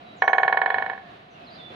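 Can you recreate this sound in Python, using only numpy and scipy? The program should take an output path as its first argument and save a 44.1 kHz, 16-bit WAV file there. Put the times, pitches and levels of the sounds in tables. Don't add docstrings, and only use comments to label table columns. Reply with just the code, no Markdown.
import sys
import numpy as np
from scipy import signal
from scipy.fft import rfft, irfft
from scipy.io import wavfile
from scipy.ndimage import uniform_filter1d

SR = 44100
rng = np.random.default_rng(int(sys.argv[2]) if len(sys.argv) > 2 else 0)


def pcm_store(signal):
    levels = np.round(np.clip(np.atleast_2d(signal), -1, 1) * 32767)
    wavfile.write(sys.argv[1], SR, levels.astype(np.int16).T)


N = 77175
TIME = np.arange(N) / SR


def undb(db):
    return 10 ** (np.asarray(db) / 20)


def pan(db):
    return undb(np.array([[db], [-db]]) / 2)


def fade(t, t60):
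    return np.exp(-np.log(1000) * t / t60)


def colour(x, points):
    hz, db = np.array(points).T
    f = np.maximum(np.fft.rfftfreq(x.shape[-1], 1 / SR), 1)
    gain = undb(np.interp(np.log(f), np.log(hz), db))
    return irfft(rfft(x) * gain, x.shape[-1])


def convolve(x, response):
    return signal.fftconvolve(np.atleast_2d(x), response, axes=1)[:, :N]


def wander(rate_hz):
    span = max(int(SR / rate_hz), 1)
    drift = uniform_filter1d(uniform_filter1d(rng.standard_normal(N), span), span)
    return drift / drift.std()


def scatter(t60_s, build_s):
    swell = 1 - np.exp(-(TIME / build_s) ** 2)
    response = rng.standard_normal((2, N)) * fade(TIME, t60_s) * swell
    return response / np.sqrt(np.sum(response ** 2) / 2)


# (frequency [Hz], relative level [dB])
MURMUR_SPECTRUM = [(25, -17), (55, -14), (100, -2.5), (210, 3), (330, -1.5), (560, -4.5), (715, 2),
                   (850, -10.5), (1200, -9), (1750, -12), (2800, -12.5), (4000, -16), (5200, -31),
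                   (7300, -41), (9000, -49), (10500, -44), (15500, -58.5)]
# (frequency [Hz], side minus mid [dB])
MURMUR_WIDTH = [(30, -4.5), (120, -15.5), (350, -14.5), (800, 7), (2000, 2), (10000, -6)]
# (time [s], level [dB])
MURMUR_DIP = [(.14, 1), (.2, -1), (1.15, -0.5), (1.25, -0.5)]
def murmur(level_db=-46, waver_db=1.5):
    mid, side = colour(rng.standard_normal((2, N)), MURMUR_SPECTRUM)
    air = mid + np.array([[1], [-1]]) * colour(side, MURMUR_WIDTH)
    dip_db = np.interp(TIME, *np.array(MURMUR_DIP).T)
    gain = undb(level_db + dip_db + waver_db * wander(rate_hz=12))
    return gain * pan(-1.5) * air / air.std()


def drone(pitch_hz=714, level_db=-57.5):
    hz = pitch_hz * (1 + 0.012 * wander(rate_hz=40))
    gain = undb(level_db + 3 * wander(rate_hz=15))
    return gain * np.sin(2 * np.pi * np.cumsum(hz) / SR)


# (time [s], length [s], start pitch [Hz],
# middle pitch [Hz], end pitch [Hz], level [dB], warble [share of pitch])
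BIRD_NOTES = [(0.046, 0.086, 4000, 3860, 3960, -58.5, 0.0038), (0.164, .062, 7800, 6150, 5690, -65, 0.005),
              (.205, 0.12, 5680, 5910, 6480, -61, .006), (0.329, 0.14, 6610, 6730, 6150, -71.5, 0.038),
              (0.673, 0.1, 3430, 3410, 3420, -51.5, 0.0044), (1.3, 0.049, 6420, 5980, 5600, -72, .035),
              (1.338, 0.037, 2560, 2830, 2550, -56, .003), (1.381, 0.083, 2630, 2570, 2530, -59.5, .006),
              (1.442, .035, 5220, 4730, 4270, -66.5, .02), (1.465, 0.0363, 4370, 4030, 3660, -51, .003),
              (1.499, 0.08, 4880, 4630, 4710, -54.5, 0.0393), (1.554, 0.018, 3970, 4084, 3990, -49.5, .005),
              (1.578, .095, 3690, 3505, 3520, -45, 0.0115), (1.692, 0.067, 3483, 3485, 3560, -53, .005)]
def birds(tail_db=-0.5):
    song = np.zeros(N)
    for at, length, start, middle, end, db, warble in BIRD_NOTES:
        progress = np.clip((TIME - at) / length, 0, 1)
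        glide = np.polyfit([0, 0.5, 1], [start, middle, end], 2)
        hz = np.polyval(glide, progress) * (1 + warble * wander(rate_hz=900))
        arch = 2 * np.sqrt(progress * (1 - progress))
        song += undb(db) * arch * np.sin(2 * np.pi * np.cumsum(hz) / SR)
    tail = convolve(song, scatter(t60_s=0.5, build_s=0.0096))
    return pan(-6) * (song + undb(tail_db) * tail)


# (time [s], centre [Hz], level [dB])
NEAR_BUMPS = [(.09, 300, -53.5), (0.454, 90, -53), (.66, 100, -50), (.76, 75, -50.5), (1.703, 330, -41)]
def bumps(t60_s=0.11, rise_s=0.0023):
    thuds = np.zeros(N)
    for at, hz, db in NEAR_BUMPS:
        band = [(hz / 4, -24), (hz, 0), (hz * 2, -10), (hz * 8, -60)]
        noise = colour(rng.standard_normal(N), band)
        age = np.maximum(TIME - at, 0)
        envelope = fade(age, t60_s) * (1 - np.exp(-age / rise_s))
        thuds += undb(db) * envelope * noise / noise.std()
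    return thuds


# (frequency [Hz], relative level [dB])
CRACK_SPECTRUM = [(300, -8), (1200, 1), (2000, 2), (3200, 2), (4400, -15), (5500, -25.5), (7500, -29),
                  (9000, -43.5), (10800, -30.5), (15000, -54.5)]
def beak_crack(level_db=-32.5, t60_s=0.055, rise_s=0.00076):
    noise = colour(rng.standard_normal((2, N)), CRACK_SPECTRUM)
    envelope = fade(TIME, t60_s) * (1 - np.exp(-TIME / rise_s))
    return undb(level_db) * pan(-2.5) * envelope * noise / noise.std()


# (frequency [Hz], gain [dB], t60 [ms],
# build-up [ms], left minus right [dB], onset [ms], left behind right [ms])
WOOD_MODES = [(471, -19.5, 17.5, 0.3, 0, 1.21, -0.03), (508.8, -41, 97, 0.3, -0.5, 2.5, 0.04),
              (650, -28, 150, 5.0, -2, 2.2, 0.06), (778.4, -7, 28.3, 1.13, 1.5, 0.11, 0.11),
              (965, 10, 10.07, 4, 3, 1.47, 0.07), (1102, -25.5, 147, 1.5, -7, 3.5, -0.06),
              (1477, -16, 31.2, 0.23, 2, 0.0, 0.06), (1740, -0.63, 20.9, 2.33, -9, 0.9, 0.09),
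              (1828, -20.5, 51, 0.76, -13.5, 2.1, 0.051), (2211, -24, 79, 1.3, -11, 1.32, 0.09),
              (2480, -29.5, 39, 0.5, -4.5, 1.1, 0.053), (3005, -8.5, 5.9, 1.57, -1, 1.58, 0.051),
              (3226, -43, 120, 1.1, -9, 0.9, -0.0), (3463, -26, 19, 4.6, -6, 3.5, -0.03),
              (3980, -31, 19.5, 0.7, -10, 1.0, -0.02), (4200, -20.5, 5.6, 1.6, -9, 1.24, -0.041)]
def wood_ring():
    ring = np.zeros((2, N))
    for hz, db, t60, rise, side, onset, lag in WOOD_MODES:
        age_ms = np.maximum(1000 * TIME - onset - lag * np.array([[0.5], [-0.5]]), 0)
        swing = np.sin(2 * np.pi * hz * age_ms / 1000)
        envelope = fade(age_ms, t60) * (1 - np.exp(-(age_ms / rise) ** 2))
        ring += undb(db) * pan(side) * envelope * swing
    return ring


# (delay [ms], level [dB], dull above [Hz], left minus right [dB])
NEAR_ECHOES = [(4.566, -21, 5000.0, -6.5), (6.777, -17.5, 3200, -2), (9.376, -5.5, 640, 0),
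               (15.743, -9.5, 1300, 3), (17.185, -13, 1300, -4), (18.38, -19, 3520.0, 6),
               (19.717, -7.5, 1010.0, -4.5), (25.28, -10.5, 800, -2.5), (29.866, -9, 694, -1.5),
               (31.11, -9.0, 730, 1.5), (37.87, -14.1, 600.0, 2.5), (40.61, -18, 1280.0, 2),
               (52.3, -22, 1590.0, 2), (66.59, -11, 720.0, 2.5)]
# (frequency [Hz], gain [dB])
FOLIAGE_COLOUR = [(600, -4), (1000, -9.5), (1800, -1), (3200, 6), (4400, 1)]
def surroundings(direct, foliage_db=-16.5, tail_db=-21):
    f = np.fft.rfftfreq(2 * N, 1 / SR)
    paths = 0
    for ms, db, dull_hz, side in NEAR_ECHOES:
        delay = np.exp(-2j * np.pi * f * ms / 1000)
        lowpass = 1 / np.hypot(1, (f / dull_hz) ** 2)
        paths += undb(db) * pan(side) * delay * lowpass
    echoes = irfft(rfft(direct, 2 * N) * paths)[:, :N]
    foliage = convolve(direct, scatter(t60_s=0.088, build_s=0.0033))
    foliage = colour(foliage, FOLIAGE_COLOUR)
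    tail = convolve(direct, scatter(t60_s=0.94, build_s=0.068))
    tail = colour(tail, [(500, 3.5), (900, 2.5), (1800, 1.5), (4000, 0)])
    return direct + echoes + undb(foliage_db) * foliage + undb(tail_db) * tail


# (time [s], relative level [dB])
DRUM_ROLL = [(0.2202, -0.5), (0.2771, 0), (0.3307, -0.44), (0.3814, -1), (.4309, -1.6), (.478, -2),
             (0.525, -2.5), (.571, -3), (0.6151, -3), (.659, -4), (0.7016, -5.5), (0.7418, -5.5),
             (0.782, -7), (.822, -9), (0.8612, -12.5), (.8968, -11), (.9318, -19.5), (0.9761, -23.5)]
def woodpecker(low_cut_hz=383):
    blows = np.zeros(N)
    for at, db in DRUM_ROLL:
        blows[int(at * SR)] += undb(db)
    low_cut = signal.butter(4, low_cut_hz, "high", fs=SR, output="sos")
    peck = signal.sosfilt(low_cut, beak_crack() + wood_ring())
    return convolve(blows, surroundings(peck))


def scene():
    return murmur() + drone() + birds() + bumps() + woodpecker()


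def record(dry, top_hz=15500):
    return signal.sosfilt(signal.ellip(8, 0.2, 70, top_hz, fs=SR, output="sos"), dry)


dry = scene()
out = record(dry)
pcm_store(out)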